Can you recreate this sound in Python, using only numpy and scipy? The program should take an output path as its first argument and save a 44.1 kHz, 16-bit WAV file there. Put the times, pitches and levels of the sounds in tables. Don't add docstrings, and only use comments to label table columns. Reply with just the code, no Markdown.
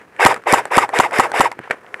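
import sys
import numpy as np
from scipy import signal
from scipy.fft import rfft, irfft
from scipy.io import wavfile
from scipy.ndimage import uniform_filter1d

SR = 44100
rng = np.random.default_rng(int(sys.argv[2]) if len(sys.argv) > 2 else 0)


def store_wav(level_fs):
    pcm = np.round(np.clip(np.atleast_2d(level_fs), -1, 1) * 32767)
    wavfile.write(sys.argv[1], SR, pcm.T.astype(np.int16))


N = 88200

# (t/s, level/dB, scrape-band boost/dB)
RUSTLE_MOVES = [(0, -42.5, 9.5), (0.051, -53, 5.5), (0.159, -49, 5), (0.299, -21, 5), (0.421, -48, 3.5),
                (.6, -36, 5), (.9, -37.5, -1), (1.3, -33, -2), (1.498, -40.5, 5.5), (1.56, -47.5, 7.5),
                (1.62, -51, 17), (1.651, -45, 15), (1.691, -48.5, 8.5), (1.718, -30.5, 10.5),
                (1.755, -44, 5.5), (1.8, -46.5, 3.5), (1.9, -46, 2.5), (1.96, -39.5, -7), (2, -43, 12.5)]
# (f/Hz, relative level per Hz/dB)
CLOTH_SPECTRUM = [(40, -30.5), (130, -13.5), (200, -12), (440, 2), (650, -3), (1700, -5), (3800, -30),
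                  (10000, -31), (15500, -51.5)]
GRAINS_PER_S, SWELL_DB, SCRAPE_HZ = 2700, 2, 2560

# (f/Hz, relative level per Hz/dB)
AIR_SPECTRUM = [(40, -2), (120, -3.5), (300, -4.5), (1000, -22.5), (4000, -30), (15500, -39)]
AIR_DB = -53.5

# (t/s, level/dB, colour f/Hz, crack level/dB, ring time factor)
CLICKS_AND_KNOCKS = [(0.1642, -29, 2110, -13, 1.13), (.197, -7, 915, -27.5, 2.3),
                     (.343, -12.5, 1850, -6.5, 0.61), (0.363, -14, 1192, -19, 0.58),
                     (0.375, -25.5, 404, -22, 0.23), (0.438, -25.5, 1310, -19, 0.12),
                     (.4707, -11, 896, -41, 2.5), (0.5912, -15, 1510, -8.5, 0.45),
                     (0.654, -16, 1666, -12, 0.78), (0.655, -13.5, 756, -12.5, 1.06),
                     (.7136, -11, 930, -20, 2.17), (0.8911, -13.5, 970, -14, 0.92),
                     (0.892, -19, 1780, -23.5, 1.25), (0.902, -23.5, 500, -25, 0.45),
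                     (.929, -27, 800, -36.5, 1.14), (0.9352, -10, 910, -47, 2.24),
                     (1.11, -20.5, 1720, -17.5, 1.42), (1.111, -23.5, 904, -8, 0.97),
                     (1.12, -14.5, 693, -24.5, 2.35), (1.296, -32.5, 910, -19.5, 0.89),
                     (1.1346, -9.5, 895, -34.5, 1.74), (1.3175, -15, 1480, -11, 0.9),
                     (1.3174, -13, 780, -15, 1.1), (1.3394, -12.5, 890, -26, 2.4),
                     (1.5161, -17, 940, -10.5, 1.03), (1.5181, -17.5, 2146, -28.5, 0.81),
                     (1.526, -24, 1050, -11.5, 2.55), (1.571, -34, 341.7, -35, 0.47),
                     (1.591, -15.5, 1340, -22, 0.345), (1.5911, -13, 820, -37.5, 0.147),
                     (1.599, -31.5, 200, -41, 0.405), (1.6, -26.5, 300, -34.5, 0.46),
                     (1.654, -37.5, 900, -19.5, 0.65), (1.676, -22.5, 1095, -33.5, 0.71),
                     (1.7009, -21, 1500, -18.5, 0.16), (1.7006, -22, 493, -35, 0.7),
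                     (1.7087, -6.5, 1787, -24, 0.506), (1.7082, -9, 598, -29.5, 1.02),
                     (1.71, -2.5, 1940, -22, 0.62), (1.713, -6.5, 1490, -20, 0.34),
                     (1.7167, -14.5, 2250, -25, 0.19), (1.727, -39.5, 524, -27.5, 0.62),
                     (1.731, -24, 1750, -25.5, 0.45), (1.731, -25.5, 500, -28, 0.34),
                     (1.74, -29, 800, -22.5, 0.36), (1.744, -24.5, 520, -35.5, 0.32),
                     (1.7466, -32.5, 1900, -26, 0.236), (1.846, -29, 970, -28, 0.38),
                     (1.865, -30.5, 2550, -31, 0.22), (1.9428, -8.5, 1893, -27.5, 0.454),
                     (1.942, -26.5, 590, -35.5, 0.47), (1.998, -28.5, 602, -21.5, 1.12)]
# (f/Hz, level/dB, t60/s)
BODY_MODES = [(160, -20.5, 0.079), (362, 0, 0.0532), (490, 4, 0.0508), (596.64, -3.5, 0.0464),
              (655, 4.5, 0.0226), (817.3, 6.5, 0.02307), (948.76, 8, 0.0135), (1275.3, -6, 0.04355),
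              (1545.3, 1.5, 0.0299), (1783.6, -1, 0.0567), (1892.7, 1.5, 0.0292), (2090, 2, 0.0244),
              (2234, -1, 0.022), (2682, -4, 0.03083), (3528, -17, 0.017), (5084, -16, 0.0048),
              (7939, -13.5, .008), (10850, -20.5, 0.0052)]
CLICK_OCTAVES, RISE_S = .32, 0.000225
CRACK_T60, CRACK_WIDTH_HZ = 0.00731, 1500

YARD_DB, YARD_T60, YARD_TOP_HZ = -25.5, 0.1334, 2890

# (piston release t/s, motor lead before it/s, power cut after it/s, gears level/dB,
#   release tick level/dB, air thump level/dB, slam base level/dB, slam colour f/Hz,
#   extra level of every second slam blow/dB)
SHOT_SETTINGS = [(.2497, 0.06555, 0.02334, -14, -0.5, -0.5, 6.5, 858, -2),
                 (0.5247, 0.0709, 0.0211, -16.5, -3, -2.5, 2.5, 856.6, -6),
                 (.7690, 0.0689, 0.0266, -18, -5, -3, 1, 862.6, 0.5),
                 (0.9883, 0.06756, 0.02553, -19.5, -6, -5, -0.5, 927.3, -5.5),
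                 (1.1859, .072, 0.028, -20, -9, -5, -1.5, 871.4, -1.5),
                 (1.395, 0.0707, 0.026, -19, -11, -4.5, -0.5, 867, -3.5)]
# (multiple of tooth rate, level/dB)
TOOTH_ORDERS = [(.3, 0.5), (.47, -12), (.62, -16), (1, 6.5), (1.3, 2), (2, 2), (3, -15.5)]
# (f/Hz, relative level per Hz/dB)
GRIND_SPECTRUM = [(100, -51.5), (223, -29), (450, -6), (950, -4.5), (1340, -10), (2130, -6), (2700, -13.5),
                  (3500, -26.5), (4300, -35.5), (8000, -40), (15500, -59)]
# (f/Hz, width/Hz, level/dB)
WHIRR_BANDS = [(3678, 217, 9), (5114, 1025, 4.5), (7750, 2630, 0.5), (10393, 2630, -3), (13500, 3300, -26)]
TOP_HZ, SPIN_UP_S, COAST_S, DRAG_HZ = 2047.5, .031, .075, 601.2
WOBBLE, WAVER_DB = 0.03029, 4.5
SPEED_POWER, BITE_S = 0.966, 0.00484
UNLOADED_DB, TAKE_UP_S, TAKE_UP_DB = -4.5, 0.03934, 2.5
STOP_S, STOP_FADE_S = 0.0831, 0.0119
WHIRR_DB, WHIRR_BITE_S, WHIRR_POWER, WHIRR_FLICKER_DB = -12.5, 0.016, 1.21, 2.5
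BODY_SHARE_DB, DIRECT_DB = 5.5, -1.5
GRIND_DB, GRIND_SPREAD_DB = 2.5, 1.5

THUMP_S, THUMP_WIDTH_S, SECOND_THUMP_S, SECOND_THUMP_DB = 0.00491, 0.000455, 0.007854, -2.5
BOOM_HZ, BOOM_DB, BOOM_T60 = 189.7, -5.5, .036
HUM_HZ, HUM_DB, HUM_T60, HUM_RISE_S = 119.2, -23, 0.258, 0.025
# (t after the slam/s, level over slam base/dB, colour factor)
SLAM_BLOWS = [(0, 5.5, 1.07), (.0008, 5, 1.16), (.0037, 4.5, 0.9176), (.0047, 4, 1.5), (.0073, 1, 1.2)]
SLAM_S, SLAM_OCTAVES, SLAM_RING, CRACK_DB = .0112, .25, .8, -14.5
DEBRIS_DB, DEBRIS_T60, DEBRIS_PER_S, DEBRIS_HZ = -16.5, 0.0277, 4400, 2880
# (f/Hz, width/Hz, level/dB)
JET_BANDS = [(2780, 158, 14.5), (7345, 597, 6.5), (9990, 725, 1.5)]
JET_S, JET_RISE_S, JET_T60, JET_DB = 0.0143, 0.00095, 0.067, -15

MIC_LOW_HZ, EDGE_HZ = 114.9, 15650
LIMIT_DB, LIMIT_SHARE, RECOVER_DB_PER_S = -10, 0.309, 234.5


def gain_of(db):
    return 10 ** (np.asarray(db) / 20)


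def evened(x):
    return x / np.sqrt(np.mean(x ** 2) + 1e-20)


def add(mix, s, sound):
    part = mix[round(s * SR):][:len(sound)]
    part += sound[:len(part)]


def slow(n, size):
    once = uniform_filter1d(rng.standard_normal(n), size)
    return evened(uniform_filter1d(once, size))


def colour(x, points):
    f, db = np.transpose(points)
    hz = np.fft.rfftfreq(len(x), 1 / SR)
    level_db = np.interp(np.log(hz + 1), np.log(f + 1), db)
    return evened(irfft(rfft(x) * gain_of(level_db), len(x)))


def band(x, hz, width):
    return signal.lfilter(*signal.iirpeak(hz, hz / width, SR), x)


def noise_band(n, hz, width):
    return band(rng.standard_normal(n), hz, width)


def grit(n, per_s, spread_db):
    stretch_db = spread_db * np.minimum(rng.exponential(1, n), 5)
    size = gain_of(stretch_db) * rng.standard_normal(n)
    return size * (rng.random(n) < per_s / SR)


def rustle():
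    s, db, treble_db = np.transpose(RUSTLE_MOVES)
    t = np.arange(N) / SR
    grains = evened(grit(N, GRAINS_PER_S, spread_db=0)) + 1.32 * rng.standard_normal(N)
    cloth = colour(grains, CLOTH_SPECTRUM)
    scrape_gain = gain_of(np.interp(t, s, treble_db)) - 1
    cloth += scrape_gain * band(cloth, SCRAPE_HZ, 1730)
    return cloth * gain_of(np.interp(t, s, db) + SWELL_DB * slow(N, size=400))


def open_air():
    return gain_of(AIR_DB) * colour(rng.standard_normal(N), AIR_SPECTRUM)


def knock(colour_hz, octaves, treble_db, ring):
    t = np.arange(0, .05, 1 / SR)
    hz, db, t60 = np.transpose(BODY_MODES[:-3])[:, :, None]
    distance = np.log2(hz / colour_hz) / octaves
    near = gain_of(db - 10.2 * distance ** 2 + rng.uniform(-3, 3.3, hz.shape))
    turns = hz * rng.uniform(.98, 1.02, hz.shape) * t + rng.uniform(0, .1, hz.shape)
    modes = near * gain_of(-60 * t / (ring * t60)) * np.sin(2 * np.pi * turns)
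    low = modes.sum(0) * (1 - np.exp(-t / RISE_S))
    crack = 0
    for f, level_db, _ in BODY_MODES[-4:]:
        narrow = band(noise_band(len(t), f, CRACK_WIDTH_HZ), f, CRACK_WIDTH_HZ)
        crack = crack + gain_of(level_db) * narrow
    crack_shape = gain_of(treble_db - 60 * t / CRACK_T60) * np.minimum(t / 0.000047, 1)
    return -low / abs(low).max() + evened(crack) * crack_shape


def yard(x):
    t = np.arange(0, .25, 1 / SR)
    tail = grit(len(t), 3000, 0.45) * gain_of(-60 * t / YARD_T60) * (t > .004)
    tail = signal.lfilter(*signal.butter(1, YARD_TOP_HZ, fs=SR), tail)
    return gain_of(YARD_DB) * signal.oaconvolve(x, tail / np.linalg.norm(tail))[:N]


def gears(lead, cut, level_db):
    t = np.arange(-lead, .13, 1 / SR)
    n = len(t)
    up = TOP_HZ * (1 - np.exp(-(np.minimum(t, cut) + lead) / SPIN_UP_S))
    coast = np.exp(-np.maximum(t - cut, 0) / COAST_S)
    hz = np.maximum((up + DRAG_HZ) * coast - DRAG_HZ, 1)
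    turns = np.cumsum(hz * (1 + WOBBLE * slow(n, size=60))) / SR

    tones = 0
    for order, db in TOOTH_ORDERS:
        waver = gain_of(db + WAVER_DB * slow(n, size=120))
        tones = tones + waver * np.sin(2 * np.pi * (order * turns + rng.random()))
    tones = evened(tones)
    grind = colour(grit(n, 25000, GRIND_SPREAD_DB) * (0.947 + np.cos(2 * np.pi * turns)), GRIND_SPECTRUM)
    whirr = evened(sum(gain_of(db) * band(noise_band(n, f, w), f, w) for f, w, db in WHIRR_BANDS))

    load_times = [0, .012, TAKE_UP_S, TAKE_UP_S + 0.0142]
    load_db = np.interp(t, load_times, [0, UNLOADED_DB, UNLOADED_DB, TAKE_UP_DB])
    load = gain_of(load_db) / (1 + np.exp((t - STOP_S) / STOP_FADE_S * 2))
    bite = 1 / (1 + np.exp(-(t + lead - BITE_S) / 0.00264))
    shape = load * (hz / TOP_HZ) ** SPEED_POWER * bite
    whirr *= load * (hz / TOP_HZ) ** WHIRR_POWER * (t + lead > WHIRR_BITE_S)
    whirr *= gain_of(WHIRR_DB + WHIRR_FLICKER_DB * slow(n, size=40))

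    rung = 0
    for k, (f, db, t60) in enumerate(BODY_MODES[1:]):
        rung = rung + (-1) ** k * gain_of(db) * band(shape * tones, f, 1.79 / t60)
    direct = gain_of(DIRECT_DB) * band(tones, 986, 1100) + gain_of(GRIND_DB) * grind
    return gain_of(level_db) * (gain_of(BODY_SHARE_DB) * rung + shape * direct + whirr)


def piston(tick_db, thump_db, slam_db, colour_hz, upper_db):
    t = np.arange(0, .2, 1 / SR)
    out = np.zeros(round(.2 * SR))
    add(out, 0, gain_of(tick_db) * knock(1904, 0.633, treble_db=-2, ring=0.535))

    for s, db in ((THUMP_S, 0), (SECOND_THUMP_S, SECOND_THUMP_DB)):
        u = (t - s) / THUMP_WIDTH_S
        out += gain_of(thump_db + db) * (np.exp(-u ** 2) - .5 * np.exp(-(u + 2) ** 2))
    u = np.maximum(t - THUMP_S + THUMP_WIDTH_S, 0)
    low_tones = ((BOOM_HZ, BOOM_DB, BOOM_T60, .0004), (HUM_HZ, HUM_DB, HUM_T60, HUM_RISE_S))
    for hz, db, t60, rise in low_tones:
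        decay = gain_of(thump_db + db - 60 * u / t60)
        out += decay * np.sin(2 * np.pi * hz * u) * (1 - np.exp(-u / rise))

    for k, (s, db, tint) in enumerate(SLAM_BLOWS):
        blow = knock(colour_hz * tint, SLAM_OCTAVES, CRACK_DB - 4 * k, SLAM_RING)
        add(out, SLAM_S + s, gain_of(slam_db + db + upper_db * (k % 2)) * blow)
    u = np.maximum(t - SLAM_S, 0)
    debris = evened(band(grit(len(t), DEBRIS_PER_S, 1.07), DEBRIS_HZ, 2400))
    out += debris * (t > SLAM_S) * gain_of(slam_db + DEBRIS_DB - 60 * u / DEBRIS_T60)

    u = np.maximum(t - JET_S, 0)
    hiss = evened(sum(gain_of(db) * noise_band(len(t), f, w) for f, w, db in JET_BANDS))
    return out + hiss * np.minimum(u / JET_RISE_S, 1) * gain_of(slam_db + JET_DB - 60 * u / JET_T60)


def scene():
    rifle = np.zeros(N)
    for s, db, hz, treble_db, ring in CLICKS_AND_KNOCKS:
        add(rifle, s, gain_of(db) * knock(hz, CLICK_OCTAVES, treble_db, ring))
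    for s, lead, cut, gears_db, *blows in SHOT_SETTINGS:
        add(rifle, s - lead, gears(lead, cut, gears_db))
        add(rifle, s, piston(*blows))
    return (rifle + yard(rifle) + rustle() + open_air())[None]


def record(dry):
    heard = signal.lfilter(*signal.butter(2, MIC_LOW_HZ, "high", fs=SR), dry)
    power = uniform_filter1d(heard[0] ** 2, size=300, origin=149)
    power_db = 10 * np.log10(abs(power) + 1e-12)
    fall = np.arange(N) * RECOVER_DB_PER_S / SR
    held_db = np.maximum.accumulate(power_db + fall) - fall
    over_db = np.maximum(held_db - LIMIT_DB, 0)
    cut_db = LIMIT_SHARE * uniform_filter1d(over_db, size=100)
    clipped = np.clip(heard / gain_of(cut_db), -1, 1)
    low_pass = signal.firwin(511, EDGE_HZ, window=("kaiser", 9), fs=SR)[None]
    return np.clip(signal.oaconvolve(clipped, low_pass, "same"), -1, 1)


dry = scene()
out = record(dry)
store_wav(out)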